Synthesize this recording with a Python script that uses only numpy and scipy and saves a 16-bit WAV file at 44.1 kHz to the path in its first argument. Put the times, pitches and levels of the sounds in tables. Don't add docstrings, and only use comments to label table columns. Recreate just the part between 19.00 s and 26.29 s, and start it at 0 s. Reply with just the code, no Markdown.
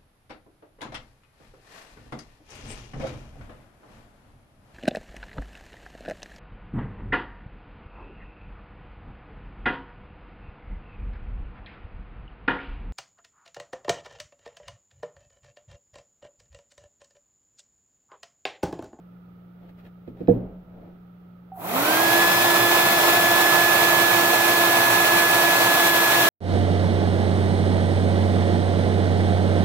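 import sys
import numpy as np
from scipy import signal
from scipy.fft import rfft, irfft
from scipy.io import wavfile
from scipy.ndimage import uniform_filter1d

SR = 44100
rng = np.random.default_rng(int(sys.argv[2]) if len(sys.argv) > 2 else 0)


def bounce(signal):
    frames = np.transpose(np.atleast_2d(signal))
    limited = np.clip(frames, -1, 1)
    pcm = np.round(limited * 32767).astype(np.int16)
    wavfile.write(sys.argv[1], SR, pcm)


N = 321489
T = np.arange(N) / SR
HZ = np.fft.rfftfreq(N, 1 / SR)
BLADES, BAND_LIMIT_HZ = 5, 15800


def dryer(on_s=2.51, spin_up_s=0.194, top_hz=1724.7, sag_hz_per_s=5.8, waver_hz=0.4, flow_rise_s=0.23):
    running = since(on_s)
    speed = 1 - np.exp(-(running / spin_up_s) ** 1.219)
    blade_hz = speed * (top_hz - sag_hz_per_s * running) + waver_hz * wander(rate_hz=10.2)
    shaft_angle = 2 * np.pi * np.cumsum(blade_hz) / BLADES / SR
    flow = 1 - np.exp(-(running / flow_rise_s) ** 2.3)
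    flow *= amp(-0.17 - 0.16 * running)
    return flow * (air_rush(speed) + table_boom() + motor(shaft_angle, speed)) + whine(shaft_angle, speed)


# t/s, level/dB, left minus right/dB
WHINE_MOVES = [(3.04, -25.5, -19), (3.23, -21, 2.5), (3.37, -26, 5), (3.64, -23.5, -4.5), (4.07, -27, 5),
               (4.18, -23.5, 4.0), (4.58, -22, -7.5), (4.93, -23.5, -7), (5.02, -22.5, -15.0),
               (5.23, -25.5, -4.5), (6.02, -22.5, -3.5), (6.52, -23.5, 0), (7.29, -24, 3)]

def whine(shaft_angle, speed, flutter=0.057, swing_rad=0.45):
    level_db, pan_db = follow(WHINE_MOVES)
    pan = amp(np.array([pan_db, -pan_db]) * speed ** 3 / 2)
    lead = swing_rad * wander(rate_hz=1.0)
    shake = np.array([1 + flutter * (wander(rate_hz=22) + 1j * wander(rate_hz=39)) for _ in range(2)])
    phase = BLADES * shaft_angle + np.array([lead, -lead]) / 2
    tone = (shake * np.exp(1j * phase)).real
    return np.sqrt(2) * speed ** 5.5 * amp(level_db) * pan / pan.mean(0) * tone


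# f/Hz, left density/dB, right density/dB
RUSH_COLOUR = [(25, -94, -99), (61, -79.5, -82), (293, -56, -56.5), (437, -58.5, -54.5), (533, -55.5, -56),
               (743, -48.5, -46.5), (960, -57, -48), (1300, -55, -52.5), (1595, -66, -55),
               (2120, -56.5, -56.5), (2490, -62, -52.5), (3020, -60, -56.5), (4230, -61, -59.5),
               (4930, -67, -65.5), (5450, -63, -66), (7650, -67.5, -64), (9500, -72.5, -65.5),
               (11070, -64.5, -67), (13300, -59.5, -69), (14100, -62, -64), (15700, -62, -76)]
# f/Hz, likeness of the ears/0-1, left lead/rad
RUSH_IMAGE = [(100, 0.81, 1.14), (550, 0.98, -0.69), (704, 0.98, -1.1), (840, 0.87, -1.5),
              (1320, 0.85, -0.98), (1630, 0.55, -1), (2210, 0.45, -1.6), (2290, 0, -3.5), (2920, 0.71, -3),
              (3330, 0.51, -2.5), (4230, 0.21, -3), (6960, 0.19, -2.5), (12000, 0.04, -3)]
# f/Hz, left exponent, right exponent
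RUSH_OPENING = [(300, 0.3, 0.15), (900, 0, 0), (1400, 0.57, 0.56), (2800, 1.8, 1.15), (5000, 2.2, 0.98),
                (12000, 0, 0.053)]
# t/s, left gain/dB, right gain/dB
HAND_SHADE = [(2.9, -1.5, -5.5), (3.3, -0.5, -1.5), (5, -0.8, -1.2), (7.29, 0, -0.2)]

def air_rush(speed, gust_db=0.72, ripple_db=1.67, ripple_hz=35, shelf_hz=2000):
    ripple_bins = int(ripple_hz * N / SR) + 1
    ripple = unit_rms(uniform_filter1d(rng.standard_normal((2, len(HZ))), ripple_bins))
    air = noise(across(RUSH_COLOUR, HZ) + ripple_db * ripple, *across(RUSH_IMAGE, HZ))
    hz, frame_s, bands = signal.stft(air, SR, nperseg=512)
    at = np.minimum(frame_s * SR, N - 1).astype(int)
    opening = speed[at] ** abs(across(RUSH_OPENING, hz))[:, :, None]
    shelf = hz ** 2 / (hz ** 2 + shelf_hz ** 2)
    shade_db = follow(HAND_SHADE)[:, None, at] * shelf[:, None]
    rush = signal.istft(bands * opening * amp(shade_db), SR)[1][:, :N]
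    return rush * amp(gust_db * wander(rate_hz=20))


# multiple of shaft speed, left level/dB, right level/dB, change over the swing/dB
MOTOR_PARTIALS = [(1, -34, -29, 0), (2, -34, -34.5, 0), (3, -38, -39.5, 0), (4, -44, -39.5, 0),
                  (6, -48, -45, 1), (10, -41, -34, -5), (15, -42, -42, -5), (20, -51, -44.5, -2),
                  (25, -58, -47, 3), (30, -45, -45.5, -2), (31, -54, -52, 2), (33, -53, -53, 1),
                  (34, -43, -55, -7), (35, -38.5, -41, -5), (36, -47, -53, 0), (37, -41, -52, -4),
                  (38, -40, -57, 5.5), (39, -43, -58, -5), (40, -39, -50, 2), (41, -49, -59, 5),
                  (43, -44, -51, -7)]

def motor(shaft_angle, speed, swing_s=4.7, swing_half_s=0.5, flutter=0.2, fade_db=2.0):
    out = np.zeros((2, N))
    swung = (1 + np.tanh((T - swing_s) / swing_half_s)) / 2
    for order, left_db, right_db, change_db in MOTOR_PARTIALS:
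        is_high = order > BLADES
        shake = 1 + flutter * (wander(rate_hz=10) + 1j * wander(rate_hz=10))
        tone = np.sqrt(2) * shake * np.exp(1j * (order * shaft_angle + 2 * np.pi * rng.random()))
        lead_rad = 1.3 * wander(rate_hz=0.65) if is_high else 0.52 * order
        drift_db = is_high * fade_db * np.array([wander(rate_hz=2.5), wander(rate_hz=2.5)])
        level_db = [[left_db], [right_db]] + change_db * swung + drift_db
        gain = amp(level_db) * speed ** (7 if is_high else 0)
        out += gain * np.array([tone.real, (tone * np.exp(-1j * lead_rad)).real])
    return out


# f/Hz, level within a knock/dB, t60/s, level under the dryer/dB
TABLE_MODES = [(44.7, -35, 1.1, -63), (118.2, -13, 0.38, -42), (184.2, -22, 0.79, -43)]

def table_boom(q=5):
    out = np.zeros(N)
    for hz, _, _, db in TABLE_MODES:
        resonance = 1 / (1 + (2 * q * (HZ / hz - 1)) ** 2)
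        out += amp(db) * unit_rms(irfft(rfft(rng.standard_normal(N)) * resonance, N))
    return out


def table_ring(t, rise_s=0.037):
    modes = sum(amp(db - 60 * t / t60) * np.sin(2 * np.pi * hz * t) for hz, db, t60, _ in TABLE_MODES)
    return (1 - np.exp(-t / rise_s)) * modes


# t/s, gain/dB, ring hold/s, table boom/dB, low-pass f/Hz
BLOWS = [(1.076, -20, 0.0041, -6, 390), (1.205, -16.5, 0.014, -1, 378), (1.282, -2.5, .04, 1.5, 15000)]

def knocks():
    out = np.zeros((2, N))
    for s, db, hold_s, boom_db, cutoff_hz in BLOWS:
        blow = object_ring(s, hold_s) + amp(boom_db) * table_ring(since(s))
        blow += amp(boom_db / 2) * knock_tail(s)
        contact = signal.butter(2, min(cutoff_hz, BAND_LIMIT_HZ), fs=SR, output="sos")
        out += amp(db) * signal.sosfilt(contact, blow)
    return out


# f/Hz, left level/dB, right level/dB, t60/s
OBJECT_MODES = [(186, -10.5, -14, 0.3), (249, -30, -28, 0.039), (358, -6.5, 2, 0.053),
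                (430, -24, -25, 0.13), (479, -22, -2, 0.38), (690, -31, -6.5, 0.068), (762, -36, -20, 0.12)]

def object_ring(s, hold_s, rise_s=0.0039, release_t60=0.042):
    t = since(s)
    envelope = (1 - np.exp(-t / rise_s)) * amp(-60 * since(s + hold_s) / release_t60)
    return envelope * sum(amp([[left], [right]]) * amp(-60 * t / t60) * np.sin(2 * np.pi * hz * t)
                          for hz, left, right, t60 in OBJECT_MODES)


# f/Hz, density/dB, t60/s
TAIL_BANDS = [(60, -52, 0.65), (130, -53, 0.78), (260, -36, 0.35), (480, -49, 0.6), (685, -57, 0.69),
              (1000, -78, 1), (1490, -86, 1), (2800, -94, 1), (5000, -103, .35), (10000, -108, 0.25),
              (13000, -88, .3)]

def knock_tail(s, rise_s=0.0021):
    wash = noise(across(TAIL_BANDS, HZ)[0], likeness=np.exp(-HZ / 1400))
    hz, frame_s, bands = signal.stft(wash, SR, nperseg=512)
    t60 = across(TAIL_BANDS, hz)[1][:, None]
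    decay = amp(-60 * np.maximum(frame_s - s, 0) / t60)
    return (1 - np.exp(-since(s) / rise_s)) * signal.istft(bands * decay, SR)[1][:, :N]


# t/s, right level/dB, f/Hz, t60/s
SWITCH_PINGS = [(2.518, -32.5, 762, 0.31), (2.573, -33, 720, 0.19)]

def switch(left_db=-3, rise_s=0.0013):
    out = np.zeros(N)
    for s, db, hz, t60 in SWITCH_PINGS:
        t = since(s)
        out += amp(db - 60 * t / t60) * (1 - np.exp(-t / rise_s)) * np.sin(2 * np.pi * hz * t)
    return amp([[left_db], [0]]) * out


# peak t/s, gain/dB, half length/s, treble gain/dB
STROKES = [(.65, 1, 0.037, -9), (0.697, -3, .01, 0), (0.798, -1, 0.016, 1), (0.864, 2, 0.018, -1),
           (1.09, 1, 0.017, -5), (1.173, 0, .003, -8), (1.213, 7.5, 0.027, -10), (1.284, 4, 0.0022, 8),
           (1.32, 3, 0.042, -7), (1.827, 7, 0.094, -17)]
# f/Hz, density/dB
FRICTION_COLOUR = [(50, -82), (250, -83.5), (700, -85), (1100, -99), (2000, -95.5), (3800, -103),
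                   (6000, -118), (10000, -122), (13000, -109), (16000, -112)]

def brushes(split_hz=1100):
    friction = noise(across(FRICTION_COLOUR, HZ)[0], likeness=np.exp(-HZ / 900))
    dull = irfft(rfft(friction) / (1 + (HZ / split_hz) ** 4), N)
    crisp = friction - dull
    out = np.zeros((2, N))
    for s, db, half_s, treble_db in STROKES:
        swell = np.exp(-((T - s) / half_s) ** 2 / 2)
        out += amp(db) * swell * (dull + amp(treble_db) * crisp)
    return out


# t/s, level/dB
TOUCHES = [(.693, -62), (.8, -65), (.853, -60), (0.866, -59), (1.078, -58), (1.207, -60.5), (1.274, -49),
           (1.297, -50)]
# f/Hz, relative level/dB, t60/s
PLASTIC_MODES = [(1700, 6, .04), (2500, -1.5, .05), (3230, -3, .025), (3940, -6, .03), (5100, -14, .02)]

def ticks():
    out = np.zeros((2, N))
    t = np.arange(SR // 10) / SR
    for s, db in TOUCHES:
        at = round(s * SR)
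        for hz, mode_db, t60 in PLASTIC_MODES:
            tone = np.sin(2 * np.pi * (hz * t + rng.random((2, 1))))
            out[:, at:at + len(t)] += amp(db + mode_db - 60 * t / t60) * tone
    return out


# f/Hz, level/dB
HUM_PARTIALS = [(118.4, -60.5), (177.6, -48), (301.5, -74)]
# f/Hz, relative density/dB
BED_COLOUR = [(25, -24), (70, -10), (126, -12.5), (235, -14), (460, -17.5), (860, -24), (1060, -31.5),
              (1280, -17.5), (1600, -32.5), (3400, -40), (5500, -52.5), (9500, -62), (12500, -45.5),
              (15800, -44)]

def room_tone(bed_db=-56, waver_db=0.1):
    hum = sum(np.sqrt(2) * amp(db) * np.sin(2 * np.pi * (hz * T + rng.random())) for hz, db in HUM_PARTIALS)
    lean_db = 5 * np.exp(-np.log((HZ + 1) / 900) ** 2 / 2)
    bed = noise(across(BED_COLOUR, HZ)[0] + np.array([-lean_db, lean_db / 2]), likeness=np.exp(-HZ / 400))
    return hum * amp(waver_db * wander(rate_hz=3.1)) + amp(bed_db) * unit_rms(bed)


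def amp(db):
    return 10 ** (np.asarray(db) / 20)


def across(points, hz):
    f, *columns = np.transpose(points)
    return np.array([np.interp(np.log(hz + 1), np.log(f + 1), c) for c in columns])


def follow(points):
    s, *columns = np.transpose(points)
    return np.array([np.interp(T, s, c) for c in columns])


def unit_rms(x):
    return x / np.sqrt(np.mean(x ** 2) + 1e-20)


def noise(db, likeness=0, lead_rad=0):
    left, other = rfft(rng.standard_normal((2, N)))
    same = np.clip(likeness, 0, 1)
    right = (same * left + np.sqrt(1 - same ** 2) * other) * np.exp(-1j * lead_rad)
    return irfft(np.array([left, right]) * amp(db), N) * np.sqrt(SR / 2)


def wander(rate_hz):
    frames = N // 64
    f = np.fft.rfftfreq(frames, 64 / SR)
    slow = irfft(rfft(rng.standard_normal(frames)) / (1 + (f / rate_hz) ** 2), frames)
    return np.interp(T, np.linspace(0, T[-1], frames), unit_rms(slow))


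def since(s):
    return np.maximum(T - s, 0)


def scene():
    return room_tone() + brushes() + ticks() + knocks() + switch() + dryer()


def record(dry):
    low_pass = signal.firwin(1023, BAND_LIMIT_HZ, window=("kaiser", 9), fs=SR)
    return signal.oaconvolve(dry, low_pass[None], "same")


dry = scene()
out = record(dry)
bounce(out)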